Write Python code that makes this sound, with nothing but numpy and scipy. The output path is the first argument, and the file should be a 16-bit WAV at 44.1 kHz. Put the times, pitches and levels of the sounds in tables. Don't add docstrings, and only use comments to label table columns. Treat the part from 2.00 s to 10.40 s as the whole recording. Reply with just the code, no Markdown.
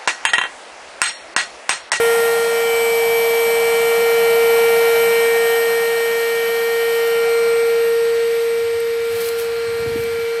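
import sys
import numpy as np
from scipy import signal
from scipy.fft import rfft, irfft
from scipy.io import wavfile
from scipy.ndimage import uniform_filter1d

SR = 44100
rng = np.random.default_rng(int(sys.argv[2]) if len(sys.argv) > 2 else 0)


def ratio_of_db(decibels):
    return 10 ** (np.asarray(decibels, float) / 20)


def pcm_store(signal):
    levels = np.round(np.clip(np.atleast_2d(signal), -1, 1) * 32767)
    wavfile.write(sys.argv[1], SR, levels.astype(np.int16).T)


N = 370440
TIME = np.arange(N) / SR
FREQ = np.fft.rfftfreq(N, 1 / SR) + 1e-3
SHAFT_HZ, HOSE_HZ = 463, 713

# (multiple of the shaft [1], level at the nearest [dB], share of the nearness followed [1],
#  own extra way to ground [cm], own extra way to boat [cm])
STRONG_TONES = [(2.0, -37.7, 1.1, 1.43, 25.83), (3.0, -28.2, 0.82, 8.77, 20.69),
                (4.0, -28.5, 1.03, 8.35, 6.09), (5.0, -24.7, 1.13, 1.09, 10.52),
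                (6.0, -41.6, 0.8, 2.87, 3.94), (7.0, -39.2, 1.3, 7.87, 6.76),
                (9.0, -44.7, 0.46, 0.72, 5.13), (18.0, -38.5, 0.95, 4.01, 0.32),
                (27.0, -38.2, 0.96, 1.16, 1.32), (4.5642, -37.0, 0.74, 3.32, 11.17),
                (5.4358, -39.5, 1.08, 1.5, 7.45), (6.5642, -34.9, 1.09, 10.66, 1.33)]


def columns(table):
    s, *rest = np.transpose(table)
    return [np.interp(TIME, s, c) for c in rest]


def colour_db(colour):
    hz, db = np.transpose(colour)
    return np.interp(np.log(FREQ), np.log(hz), db, -150, -150)


def noise(db, excite=None):
    if excite is None:
        excite = rng.standard_normal(N)
    x = irfft(rfft(excite) * ratio_of_db(db), N)
    return x / x.std()


def wander(rate):
    hold = int(SR / rate)
    levels = np.repeat(rng.standard_normal(N // hold + 1), hold)
    return 1.38 * uniform_filter1d(uniform_filter1d(levels, hold), hold)[:N]


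def tone(angle, db):
    return np.sqrt(2) * ratio_of_db(db) * np.sin(angle + 2 * np.pi * rng.random())


def swells(rows):
    gain = 0
    for at, db, rise, fall in rows:
        below_peak_db = np.where(TIME < at, rise * (at - TIME), fall * (TIME - at))
        gain = gain + ratio_of_db(db - below_peak_db)
    return gain


def patchy(x, depth_db=1.5):
    frames = signal.stft(x, SR, nperseg=2048)[2]
    field = rng.standard_normal(frames.shape)
    field = uniform_filter1d(uniform_filter1d(field, size=7, axis=0), size=40, axis=1)
    return signal.istft(frames * ratio_of_db(depth_db * field / field.std()), SR, nperseg=2048)[1][:N]


def echoes_db(hz, ground_cm, boat_cm):
    turn = 2j * np.pi * hz / 34300
    ground_echo = 0.5 * np.exp(turn * ground_cm)
    boat_echo = 0.45 * np.exp(turn * boat_cm)
    return 20 * np.log10(abs(1 + ground_echo + boat_echo) + .03)


def flap():
    at, half_length = 0.19, 0.42
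    return np.exp(-((TIME - at) / half_length) ** 4)


def wind(gusts):
    # (frequency [Hz], density [dB per Hz])
    wind_colour = [(20, -49), (35, -14), (70, 7.5), (130, 0), (200, -23), (400, -4)]
    breeze_db = -66.5
    return (ratio_of_db(breeze_db) + gusts) * ratio_of_db(1 + 1.3 * wander(20)) * noise(colour_db(wind_colour))


def thumps():
    # (time [s], peak level [dB], pitch [Hz], length [s])
    pockets = [(6.652, -41, 100.2, .012), (6.755, -37, 95, 0.014), (7.15, -35, 100, .015),
               (7.69, -35, 110, .012), (7.803, -35, 120, .008), (7.826, -31, 170, .006),
               (7.851, -35, 130, .004), (7.863, -24, 260, 0.002), (7.878, -24.5, 121, 0.0059),
               (7.893, -36, 250, 0.0074), (7.92, -25, 90, 0.004), (7.935, -47, 90, .005),
               (7.96, -18, 295, .0022), (7.997, -27, 117, 0.0063), (8.03, -41, 90, 0.0091),
               (8.09, -49, 120, .012), (8.152, -37, 90, 0.01), (8.191, -32, 200, 0.0032),
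               (8.234, -36, 95, 0.0091)]
    out = np.zeros(N)
    for at, db, hz, length in pockets:
        near = abs(TIME - at) < 5 * length
        since = TIME[near] - at
        swell = np.exp(-.5 * (since / length) ** 2)
        out[near] += ratio_of_db(db) * swell * np.sin(2 * np.pi * hz * since + 0.96)
    return out


def boat_skin(near_db, gusts):
    # (frequency [Hz], density [dB per Hz])
    skin_colour = [(90, -32), (140, -2.5), (185, 4), (265, -2), (300, -5.5), (420, -46), (520, -49)]
    gust_db = -6
    skin = ratio_of_db(-46.5 + 0.83 * near_db) + ratio_of_db(gust_db) * gusts
    return skin * ratio_of_db(2.0) * noise(colour_db(skin_colour))


def grass():
    # (peak time [s], level [dB], rise [dB/s], fall [dB/s])
    drags = [
        (4.98, -35, 70, 97),
        (6.19, -54.5, 70, 200),
        (6.42, -43, 62, 40),
        (7.19, -47, 167, 100),
        (7.265, -30, 83, 220),
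        (7.39, -30, 1498, 404),
        (7.45, -46, 60, 208),
        (7.99, -45, 53, 45),
    ]
    # (frequency [Hz], density [dB per Hz])
    grass_colour = [(1500, -13), (4000, -2), (6500, -9), (10000, -5.5), (13000, -3), (15600, -11)]
    # (time [s], peak level [dB], lowest frequency [Hz])
    stalks = [
        (5.075, -23, 6000),
        (6.802, -24, 9000),
        (7.186, -25, 7000),
        (7.243, -27, 3500),
        (7.288, -21, 3000),
        (7.398, -22, 1200),
        (8.038, -28, 6000),
    ]
    grain_db = 2.2 * np.minimum(rng.exponential(size=N), 4) + 2 * wander(80)
    grains = rng.standard_normal(N) * ratio_of_db(grain_db)
    out = swells(drags) * noise(colour_db(grass_colour), grains)
    for at, db, low_hz in stalks:
        since = np.maximum(TIME - at, 0)
        burst = (TIME > at) * np.exp(-since / 0.0029) * rng.standard_normal(N)
        highpass = signal.butter(2, min(low_hz, 14000), "high", fs=SR, output="sos")
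        out += ratio_of_db(db) * signal.sosfilt(highpass, burst)
    return out


def pipes(near_db, hose_echo_db, treble_db):
    hose_db = -25.5 + 1.66 * near_db + hose_echo_db
    inlet_db = -37 + 1.4 * near_db - 21 * flap()
    hose = noise(-6 * ((FREQ - HOSE_HZ) / 128) ** 2)
    hose += ratio_of_db(-8.0) * noise(-6 * ((FREQ - 1.49 * HOSE_HZ) / 170) ** 2)
    inlet = noise(-6 * ((FREQ - 12200) / 1060) ** 2)
    shell = noise(-6 * ((FREQ - 5530) / 250) ** 2)
    return ratio_of_db(hose_db - 1.16) * hose + ratio_of_db(inlet_db + 3.0) * inlet + ratio_of_db(treble_db + 2.0) * shell


def rush(angle, band_db):
    # (low edge [Hz], high edge [Hz])
    rush_bands = [(1430, 1570), (4450, 5400), (9350, 10050)]
    # (frequency [Hz], density [dB per Hz])
    rush_colour = [(250, -75), (330, -63.5), (470, -54.5), (900, -56), (1250, -53.5), (1550, -50.5),
                   (2400, -53.5), (3600, -58), (4400, -57), (5200, -62), (6900, -69.5), (8300, -67),
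                   (10700, -72.5), (15600, -78)]
    pulsing = noise(colour_db(rush_colour)) * (1 + 0.095 * np.sin(angle))
    air = rfft(patchy(pulsing))
    centres = np.log([lo * hi for lo, hi in rush_bands]) / 2
    out = 0
    for share, (lo, hi), heard_db in zip(np.eye(len(centres)), rush_bands, band_db):
        in_band = irfft(air * ((FREQ > lo) & (FREQ < hi)), N).std()
        part = irfft(air * np.interp(np.log(FREQ), centres, share), N)
        out = out + ratio_of_db(heard_db) / in_band * part
    return out


def shaft_hum(angle, hum_db):
    at, turn, length = 2.022, .75, .01
    slip = turn * np.clip((TIME - at) / length + .5, 0, 1)
    return tone(angle + slip, uniform_filter1d(hum_db, SR // 5) + .06 * wander(15))


def blade_whine(angle, near_db, ground_cm, boat_cm):
    flutter_db = .5 + .15 * np.maximum(-9 - near_db, 0)
    out = 0
    for k, db, share, to_ground, to_boat in STRONG_TONES:
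        heard_db = db + share * near_db + echoes_db(k * SHAFT_HZ, ground_cm + to_ground, boat_cm + to_boat)
        out = out + tone(k * angle, heard_db + (flutter_db + (k > 5.5)) * wander(35))
    return out


def bearing(angle, near_db, rush_db):
    # (multiple of the shaft [1], cage turns added [1], level over the air rush [dB])
    weak_tones = [(8, 0, -6), (12, 0, -8), (14, 0, -8), (15, 0, -7), (17, 0, -2), (19, 0, -3), (20, 0, -9),
                  (21, 0, -12), (28, 0, -6), (29, 0, -10), (30, 0, -11), (2, -1, -6), (3, -1, -3),
                  (3, 1, -7), (4, -1, -5), (4, 1, -6), (4, 2, -7), (6, -1, -7), (5, 2, -11), (9, -1, -9),
                  (17, -1, -6), (17, 1, -12), (18, -1, -9), (25, -1, -9), (27, -1, -9)]
    cage_turns = .4358
    rattle_db = -50 + near_db + 8 * flap()
    out = sum(tone(k * angle, rattle_db + 1.8 * wander(2.571)) for k in range(22, 27))
    for k, turns, db in weak_tones:
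        air_db = rush_db[0] - 2 if k < 10 else rush_db[2] + 1.5
        out += tone((k + turns * cage_turns) * angle, air_db + db + 2.2 * wander(3))
    return out


def scene():
    # (time [s], shaft speed as heard [Hz], hum level [dB], nearness [dB],
    #                    detour of the ground echo [cm], detour of the boat echo [cm])
    phone_walk = [(0.0, 463.38, -14.2, 0.0, 8.9, 24.1), (0.49, 463.6, -17.9, -2.8, 5.7, 24.7),
                  (0.99, 461.66, -16.5, -1.9, 3.6, 17.8), (1.48, 462.15, -16.4, -1.6, 4.3, 18.5),
                  (1.98, 462.92, -15.5, -1.5, 6.1, 21.3), (2.47, 462.52, -13.2, -1.3, 6.2, 21.0),
                  (2.96, 462.84, -14.3, -0.5, 6.5, 21.7), (3.46, 462.41, -15.6, -3.2, 9.6, 12.5),
                  (3.95, 462.89, -18.1, -4.9, 9.4, 13.2), (4.45, 462.69, -19.0, -6.0, 10.3, 13.1),
                  (4.94, 463.01, -17.3, -6.5, 10.5, 12.6), (5.44, 463.41, -15.1, -8.0, 8.2, 1.8),
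                  (5.93, 462.86, -15.3, -10.7, 7.2, 7.8), (6.42, 463.09, -17.3, -13.1, 4.6, 7.4),
                  (6.92, 462.99, -19.4, -15.6, 4.7, 7.6), (7.41, 463.41, -21.0, -13.8, 5.8, 0.0),
                  (7.91, 462.7, -21.2, -13.9, 5.2, 6.5), (8.4, 462.2, -20.9, -14.8, 0.0, 1.6)]
    # (level at the nearest [dB], share of the nearness followed [1])
    rush_levels = [(-42.5, 0.35), (-41.5, 0.27), (-45, 0.87)]
    # (peak time [s], level [dB], rise [dB/s], fall [dB/s])
    gust_swells = [
        (3.2, -57, 2, 22),
        (5.5, -57, 19, 15),
        (6.7, -56, 13, 20),
        (7.17, -53, 34, 29),
        (7.98, -38, 47, 70),
    ]
    hz, hum_db, *moves = columns(phone_walk)
    near_db, ground_cm, boat_cm = (uniform_filter1d(move, SR // 8) for move in moves)
    speed_hz = uniform_filter1d(hz, SR // 8) + .04 * wander(25)
    angle = 2 * np.pi * np.cumsum(speed_hz) / SR
    band_db = [db + share * near_db for db, share in rush_levels]

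    k, _, _, to_ground, to_boat = STRONG_TONES[1]
    low_db = band_db[0] + 0.18 * echoes_db(k * SHAFT_HZ, ground_cm + to_ground, boat_cm + to_boat)
    hose_echo_db = echoes_db(HOSE_HZ, ground_cm + .7, boat_cm + 6.1)

    gusts = swells(gust_swells)
    around = wind(gusts) + thumps() + boat_skin(near_db, gusts) + grass()
    air = pipes(near_db, hose_echo_db, band_db[2]) + rush(angle, [low_db, *band_db[1:]])
    rotor = shaft_hum(angle, hum_db) + blade_whine(angle, near_db, ground_cm, boat_cm)
    rotor += bearing(angle, near_db, band_db)
    return (around + air + rotor)[None]


def treble_reach(x):
    # (from [s], to [s], reach [Hz])
    wide_spells = [(0, .72, 15700), (1.85, 3.6, 14700), (3.6, 4.85, 13650), (4.9, 5.12, 15000),
                   (5.28, 5.56, 15800), (5.62, 5.85, 15700), (6.05, 6.66, 14700), (6.78, 6.82, 15700),
                   (7.05, 7.58, 16600), (7.58, 7.82, 14300), (7.82, 8.3, 16000)]
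    usual_hz, least_hz, band_hz = 13100, 12900, 340
    hz, s, frames = signal.stft(x, SR, nperseg=2048)
    band = (hz // band_hz).astype(int)
    luck = 2 * rng.standard_normal((band.max() + 1, len(s)))[band] + rng.standard_normal(len(s))
    reach = np.full_like(luck, usual_hz)
    for start, end, top in wide_spells:
        reach += (top - usual_hz) * ((s >= start) & (s < end))
    reach += np.clip(.35 * (reach - usual_hz) + 150, 0, 420) * luck
    kept = hz[:, None] < np.maximum(reach, least_hz)
    return signal.istft(frames * kept, SR, nperseg=2048)[1][:, :N]


def top_cut(x):
    return signal.sosfilt(signal.butter(12, 15700, fs=SR, output="sos"), x)


def record(dry):
    bass_cut = signal.butter(2, 45, "high", fs=SR, output="sos")
    heard = treble_reach(signal.sosfilt(bass_cut, dry))
    return top_cut(heard)


dry = scene()
out = record(dry)
pcm_store(out)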